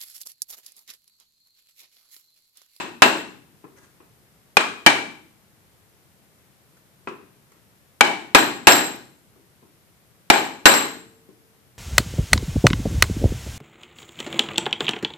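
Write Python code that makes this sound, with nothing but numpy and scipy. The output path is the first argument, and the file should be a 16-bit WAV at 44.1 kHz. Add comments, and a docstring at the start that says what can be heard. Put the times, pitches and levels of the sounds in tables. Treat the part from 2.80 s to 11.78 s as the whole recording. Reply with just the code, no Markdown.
"""Mallet and chisel at a workbench

A mallet drives a chisel into a block of wood, two or three blows at a time, in a small live workshop.
Each blow is a pulse shaped by the resonances of wood and bench, with dying sines for the steel blade.
The two hardest blows split the wood. Between blows come soft bumps and scuffs, over a steady hush.
The microphone is so close that the blows overload it: they are turned down and clipped."""
import sys
import numpy as np
from scipy import signal
from scipy.fft import rfft, irfft
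from scipy.io import wavfile

SR = 44100
rng = np.random.default_rng(int(sys.argv[2]) if len(sys.argv) > 2 else 0)


def dump_mix(stems):
    """Bounce the given channels to the path in sys.argv[1] as a 16-bit WAV at rate SR."""
    frames = np.atleast_2d(stems).T  # one column per channel
    limited = np.clip(frames, -1, 1)  # hard clip at full scale
    pcm = np.round(limited * 32767).astype(np.int16)
    wavfile.write(sys.argv[1], SR, pcm)


N = 396018
TAPS = 8192  # length of a pulse in samples, before padding
HZ = np.fft.rfftfreq(TAPS, 1 / SR)


def mallet(bench_width_hz=140, block_width_hz=280, handle_width_hz=180, overtone_ratio=1.32):
    """Each blow knocks the wood; as the cut deepens the handle rings less and the blade more."""
    # mallet blows: t/s, strength/dB, brightness/(dB per octave), depth of the cut (0-1),
    # bench pitch/Hz, block pitch/Hz, handle pitch/Hz
    blows = [(-.16, 29, 0, .3, 345.3, 994, 2610), (0.2205, 27.5, -0.38, 0.37, 336.4, 987, 2682),
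             (1.7692, 22.5, 0.4, 0, 440, 1209, 2438), (2.0628, 27, 0.15, 0, 317, 890, 2320),
             (5.2084, 25.5, -0.1, 0.01, 321, 839, 2287), (5.5479, 28.5, -0.34, 0.68, 310, 1035, 2460),
             (5.8705, 32.5, 0.55, 0.92, 571.3, 855, 2533), (7.5009, 28, 0.18, 0.51, 420, 824, 2330),
             (7.8558, 33, 0.53, 0.92, 440, 1094, 2034)]
    # the first blow after a pause seats the edge with a dry knock; those that follow rattle the work:
    # time for the clatter to fall 60 dB/s, bench resonance/dB, block resonance/dB
    opening_blow = (.036, 2.8, 7.3)
    following_blow = (.09, 1.5, 3.2)
    pause_s = .6
    # how loud each part rings: at the surface/dB, at full depth/dB
    handle_db = (13, 1)
    handle_overtone_db = (6, -1)
    blade_db = (-29.5, -7)
    blade_overtones_db = (-36.5, -11.5)
    # colour of mallet, handle and block struck together: f/Hz, level/dB
    wood_colour = [(30, -25.5), (90, -20), (160, -9), (300, -0.5), (520, -4), (850, 2.5), (1800, -0.5),
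                   (3000, -2), (4600, -10.5), (6400, -13), (8600, -15.5), (11000, -27.5), (15000, -36)]
    # resonances of bench, block and mallet: f/Hz, width/Hz, lift/dB
    wood_modes = [(129, 6.7, 7), (325, 17, 2), (412.7, 53, 2), (559, 10, 5.5), (650, 44, 5),
                  (797.2, 27, 3.5), (826, 130, 2), (1100, 60, 0.5), (1496, 82, 4), (1653, 90, 5.5),
                  (1862, 42, 4.5), (2700, 35, 1), (3390, 300, -3), (4010, 580, 4.5), (4800, 68, 1.5),
                  (5560, 230, 0)]
    # main modes of the steel blade: f/Hz, relative level/dB, time to fall 60 dB/s
    blade_modes = [(3900, -9, .12), (4030, -9, 0.2), (4150, -10, 0.27), (7570, -2.5, 0.068),
                   (7620, -3, 0.12), (7630, 3, 0.15)]
    # its highest pair of modes: f/Hz, relative level/dB, time to fall 60 dB/s
    blade_overtones = [(12310, -3, .11), (12345, -1, .15)]

    out = np.zeros((2, N))
    last_s = -np.inf
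    for s, db, bright, depth, bench_hz, block_hz, handle_hz in blows:
        after_pause = s - last_s > pause_s
        clatter_t60, bench_db, block_db = opening_blow if after_pause else following_blow
        last_s = s
        grip = [(bench_hz, bench_width_hz, bench_db),
                (block_hz, block_width_hz, block_db),
                (handle_hz, handle_width_hz, at_depth(handle_db, depth)),
                (handle_hz * overtone_ratio, handle_width_hz, at_depth(handle_overtone_db, depth))]
        knock = impact(read(wood_colour, HZ) + lift(wood_modes) + lift(grip) + tilt(bright))
        wood = workshop(knock, near_t60=clatter_t60, room_db=-6.0, crack_db=-3.5)
        steel = amp(at_depth(blade_db, depth)) * blade(blade_modes)
        steel += amp(at_depth(blade_overtones_db, depth)) * blade(blade_overtones)
        add(out, s, amp(db) * (wood + steel))
    return out


def blade(modes):
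    """The steel radiates sideways, so its note arrives mostly by way of the walls; unit energy."""
    note = workshop(ring(modes, size=2 * TAPS), near_t60=0.03, room_db=5.5, crack_db=-12)
    return note / np.linalg.norm(note)


def splitting():
    """A short crunch as the chip gives way."""
    # fibres split just after the two hardest blows: t/s, level/dB
    splits = [(5.921, 17), (7.938, 10.5)]
    # colour of the crunch: f/Hz, level/dB
    split_colour = [(100, -23.5), (700, 7.5), (2000, -7), (4300, -9), (5450, 1), (6300, -11.5), (8500, -13),
                    (14000, -48.5)]

    out = np.zeros((2, N))
    for s, db in splits:
        crunch = impact(read(split_colour, HZ))
        add(out, s, amp(db) * workshop(crunch, near_t60=0.066, room_db=-9.5, crack_db=-17.0))
    return out


def placing(grains_per_s=900):
    """Soft bumps are single pulses; scuffs are many small random ones, as the edge is put in place."""
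    # the chisel edge is set on the block: t/s, level/dB, brightness/(dB per octave)
    bumps = [(0.8412, -14, -2.5), (1.203, -23, 0), (4.273, -1, 1.5), (4.285, -11.5, 6), (6.56, -26, -6.5),
             (6.826, -24.5, -4), (8.489, -22, -8.5)]
    # colour of a bump: f/Hz, level/dB
    bump_colour = [(40, -32), (150, -6), (400, 0), (620, -11.5), (1100, -6.5), (1900, -14.5), (2700, -20.5),
                   (4000, -31), (8000, -43.5), (15000, -70)]
    # resonances heard in a bump: f/Hz, width/Hz, lift/dB
    bump_modes = [(395, 84, 4), (1029, 170, 7.5), (1315, 140, 4), (2540, 260, 10)]
    # the edge scuffs over the grain: t/s, length/s, level/dB
    scuffs = [(0.959, 0.036, -25), (1.009, 0.046, -26), (3.572, 0.032, -36.5), (3.957, 0.024, -32),
              (4.716, 0.0087, -28.5)]
    # colour of a scuff: f/Hz, level/dB
    scuff_colour = [(100, -11), (400, -3.5), (800, -9.5), (1300, -2), (1700, -3.5), (2500, -13),
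                    (4500, -16), (6500, -10), (14000, -24)]

    out = np.zeros((2, N))
    for s, db, bright in bumps:
        bump = impact(read(bump_colour, HZ) + lift(bump_modes) + tilt(bright))
        add(out, s, amp(db) * workshop(bump, near_t60=0.092, room_db=-3.0, crack_db=-15))
    t = np.arange(TAPS) / SR
    for s, length, db in scuffs:
        stroke = np.sin(np.pi * np.minimum(t / length, 1))  # rises and falls once
        caught = rng.random(TAPS) < grains_per_s / SR
        grains = stroke * rng.standard_normal(TAPS) * caught
        grains /= np.linalg.norm(grains) + 1e-9
        scuff = signal.fftconvolve(grains, impact(read(scuff_colour, HZ)))
        add(out, s, amp(db) * workshop(scuff, near_t60=0.057, room_db=-1.5, crack_db=-9.5))
    return out


def loose_tool(start_s=7.8561, level_db=-43, pitch_hz=450, t60_s=2):
    """Shaken by the last blow, a loose tool on the bench hums faintly: one slowly dying sine."""
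    out = np.zeros((2, N))
    hum = ring([(pitch_hz, level_db, t60_s)], size=2 * SR)
    add(out, start_s, np.tile(hum, (2, 1)))
    return out


def workshop(sound, near_t60, room_db, crack_db, crack_t60=0.035,
             build_s=0.0075, echo_s=0.041, echo_width_s=0.0044, echo_db=3):
    """First crack and clatter off the bench top, then the room, with a stronger return from a far wall."""
    # time for the room to fall 60 dB: f/Hz, time/s
    room_t60 = [(100, 1), (250, 0.71), (600, 0.47), (1500, 0.49), (4000, 0.51), (8000, 0.51), (14000, 0.43)]
    # colour of the room: f/Hz, level/dB
    room_colour = [(40, -8), (150, -0.5), (300, 4), (600, 0.5), (2500, 0), (6000, -1), (14000, 0.5)]

    t = np.arange(SR) / SR
    clatter = amp(-60 * t / near_t60)
    clatter /= np.linalg.norm(clatter)
    crack = amp(-60 * t / crack_t60)
    crack *= amp(crack_db) / np.linalg.norm(crack)
    near = noise_pair(SR) * np.hypot(clatter, crack)
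    # the tail is noise in which each frequency dies at its own pace
    hz, age, z = signal.stft(noise_pair(SR), SR, nperseg=512)
    decay_db = -60 * age / read(room_t60, hz)[:, None]
    z = z * amp(read(room_colour, hz)[:, None] + decay_db)
    tail = signal.istft(z, SR)[1][:, :SR]
    tail *= 1 - np.exp(-t / build_s)  # reflections take time to build up
    tail *= amp(echo_db * np.exp(-((t - echo_s) / echo_width_s) ** 2))
    tail /= np.linalg.norm(amp(-60 * t / read(room_t60, 1000)))
    return signal.fftconvolve(sound[None], near + amp(room_db) * tail, axes=1)


def hush(level_db=-58, slope_db=-0.5):
    """The still air of the workshop: steady low noise with a thin hiss."""
    # colour of the still air: f/Hz, relative level/dB
    air_colour = [(15, -55), (25, -28), (59, -7.5), (121, -1), (219, -6.5), (243, -10.5), (394, -11),
                  (427, -11.5), (749, -15), (2180, -18), (2560, -19.5), (6720, -22.5), (13800, -19),
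                  (15000, -32)]

    hz = np.fft.rfftfreq(N, 1 / SR)
    colour_db = read(air_colour, hz) + np.interp(hz, HZ, tilt(slope_db))
    air = irfft(rfft(noise_pair(N)) * amp(colour_db), N)
    return amp(level_db) * air / air.std()


def noise_pair(size):
    """White noise at two microphones, most alike near 300 Hz, with left and right level set by pitch."""
    # how alike the two sides are: f/Hz, left-right correlation
    likeness = [(30, 0.018), (120, 0.28), (300, 0.77), (600, .5), (1200, 0.053), (3000, 0.0063),
                (14000, 0.014)]
    # how much louder the left is than the right: f/Hz, difference/dB
    left_lead = [(60, -0.5), (200, 4.5), (500, 3), (1200, 2), (2200, 4.5), (4000, 2.5), (8000, -1.5),
                 (13000, .5)]

    hz = np.fft.rfftfreq(size, 1 / SR)
    mid, side = rfft(rng.standard_normal((2, size)))
    same = read(likeness, hz)
    mid = mid * np.sqrt((1 + same) / 2)
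    side = side * np.sqrt((1 - same) / 2)
    lead = amp(read(left_lead, hz) / 2)
    return irfft(np.array([(mid + side) * lead, (mid - side) / lead]), size)


def impact(colour_db):
    """A pulse of unit energy with the given spectrum, packed as early as it can be (minimum phase)."""
    cepstrum = irfft(np.log(amp(colour_db)))
    cepstrum[1:TAPS // 2] *= 2  # fold the backward half onto the forward half
    cepstrum[TAPS // 2 + 1:] = 0
    pulse = irfft(np.exp(rfft(cepstrum)))
    return np.pad(pulse / np.linalg.norm(pulse), (0, TAPS))


def ring(modes, size):
    """Freely dying sines, each with its pitch, level and time to fall 60 dB."""
    t = np.arange(size) / SR
    return sum(amp(db - 60 * t / t60) * np.sin(2 * np.pi * hz * t) for hz, db, t60 in modes)


def lift(modes):
    """Bell-shaped resonances in dB."""
    return sum(db / (1 + (2 * (HZ - hz) / width) ** 2) for hz, width, db in modes)


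def tilt(db_per_octave):
    """A slope about 1 kHz, level below 250 Hz: a harder contact is shorter, and so brighter."""
    return db_per_octave * np.log2(np.maximum(HZ, 250) / 1000)


def at_depth(ends, depth):
    """A value between the surface of the block (0) and the full depth of the cut (1)."""
    surface, deep = ends
    return surface + (deep - surface) * depth


def amp(db):
    """Decibels to gain."""
    return 10 ** (np.asarray(db) / 20)


def read(points, hz):
    """Joins (Hz, value) points on a log-frequency axis."""
    f, value = np.transpose(points)
    return np.interp(np.log(hz + 1), np.log(f + 1), value)


def add(mix, s, sound):
    """Mixes a stereo sound in at time s; what falls outside the mix is cut off."""
    start = round(s * SR)
    sound = sound[:, max(-start, 0):]
    part = mix[:, max(start, 0):][:, :sound.shape[1]]
    part += sound[:, :part.shape[1]]


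def scene():
    """Everything that reaches the two microphones."""
    return mallet() + splitting() + placing() + loose_tool() + hush()


def limiter(x, threshold_db, attack_s, share, recover_db_per_s):
    """Turns loud sound down, too late for the first crack, and comes back up during the echo."""
    pole = np.exp(-1 / (attack_s * SR))
    power = signal.lfilter([1 - pole], [1, -pole], (x ** 2).mean(0))
    power_db = 10 * np.log10(power + 1e-12)
    # hold each peak, then let it fall at a steady rate
    fall = np.arange(N) * recover_db_per_s / SR
    held_db = np.maximum.accumulate(power_db + fall) - fall
    over_db = np.maximum(held_db - threshold_db, 0)
    smooth_over_db = signal.lfilter([1 - pole], [1, -pole], over_db)
    return x * amp(-share * smooth_over_db)


def record(dry, ceiling=.94, edge_hz=14900):
    """Limiter, overload of the input, removal of the top treble, and full scale."""
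    limited = limiter(dry, threshold_db=-2.5, attack_s=0.0035, share=0.44, recover_db_per_s=100.5)
    clipped = np.clip(limited, -ceiling, ceiling)
    low_pass = signal.firwin(255, edge_hz, window=("kaiser", 8), fs=SR)
    return np.clip(signal.oaconvolve(clipped, low_pass[None], "same", axes=1), -1, 1)


dry = scene()
out = record(dry)
dump_mix(out)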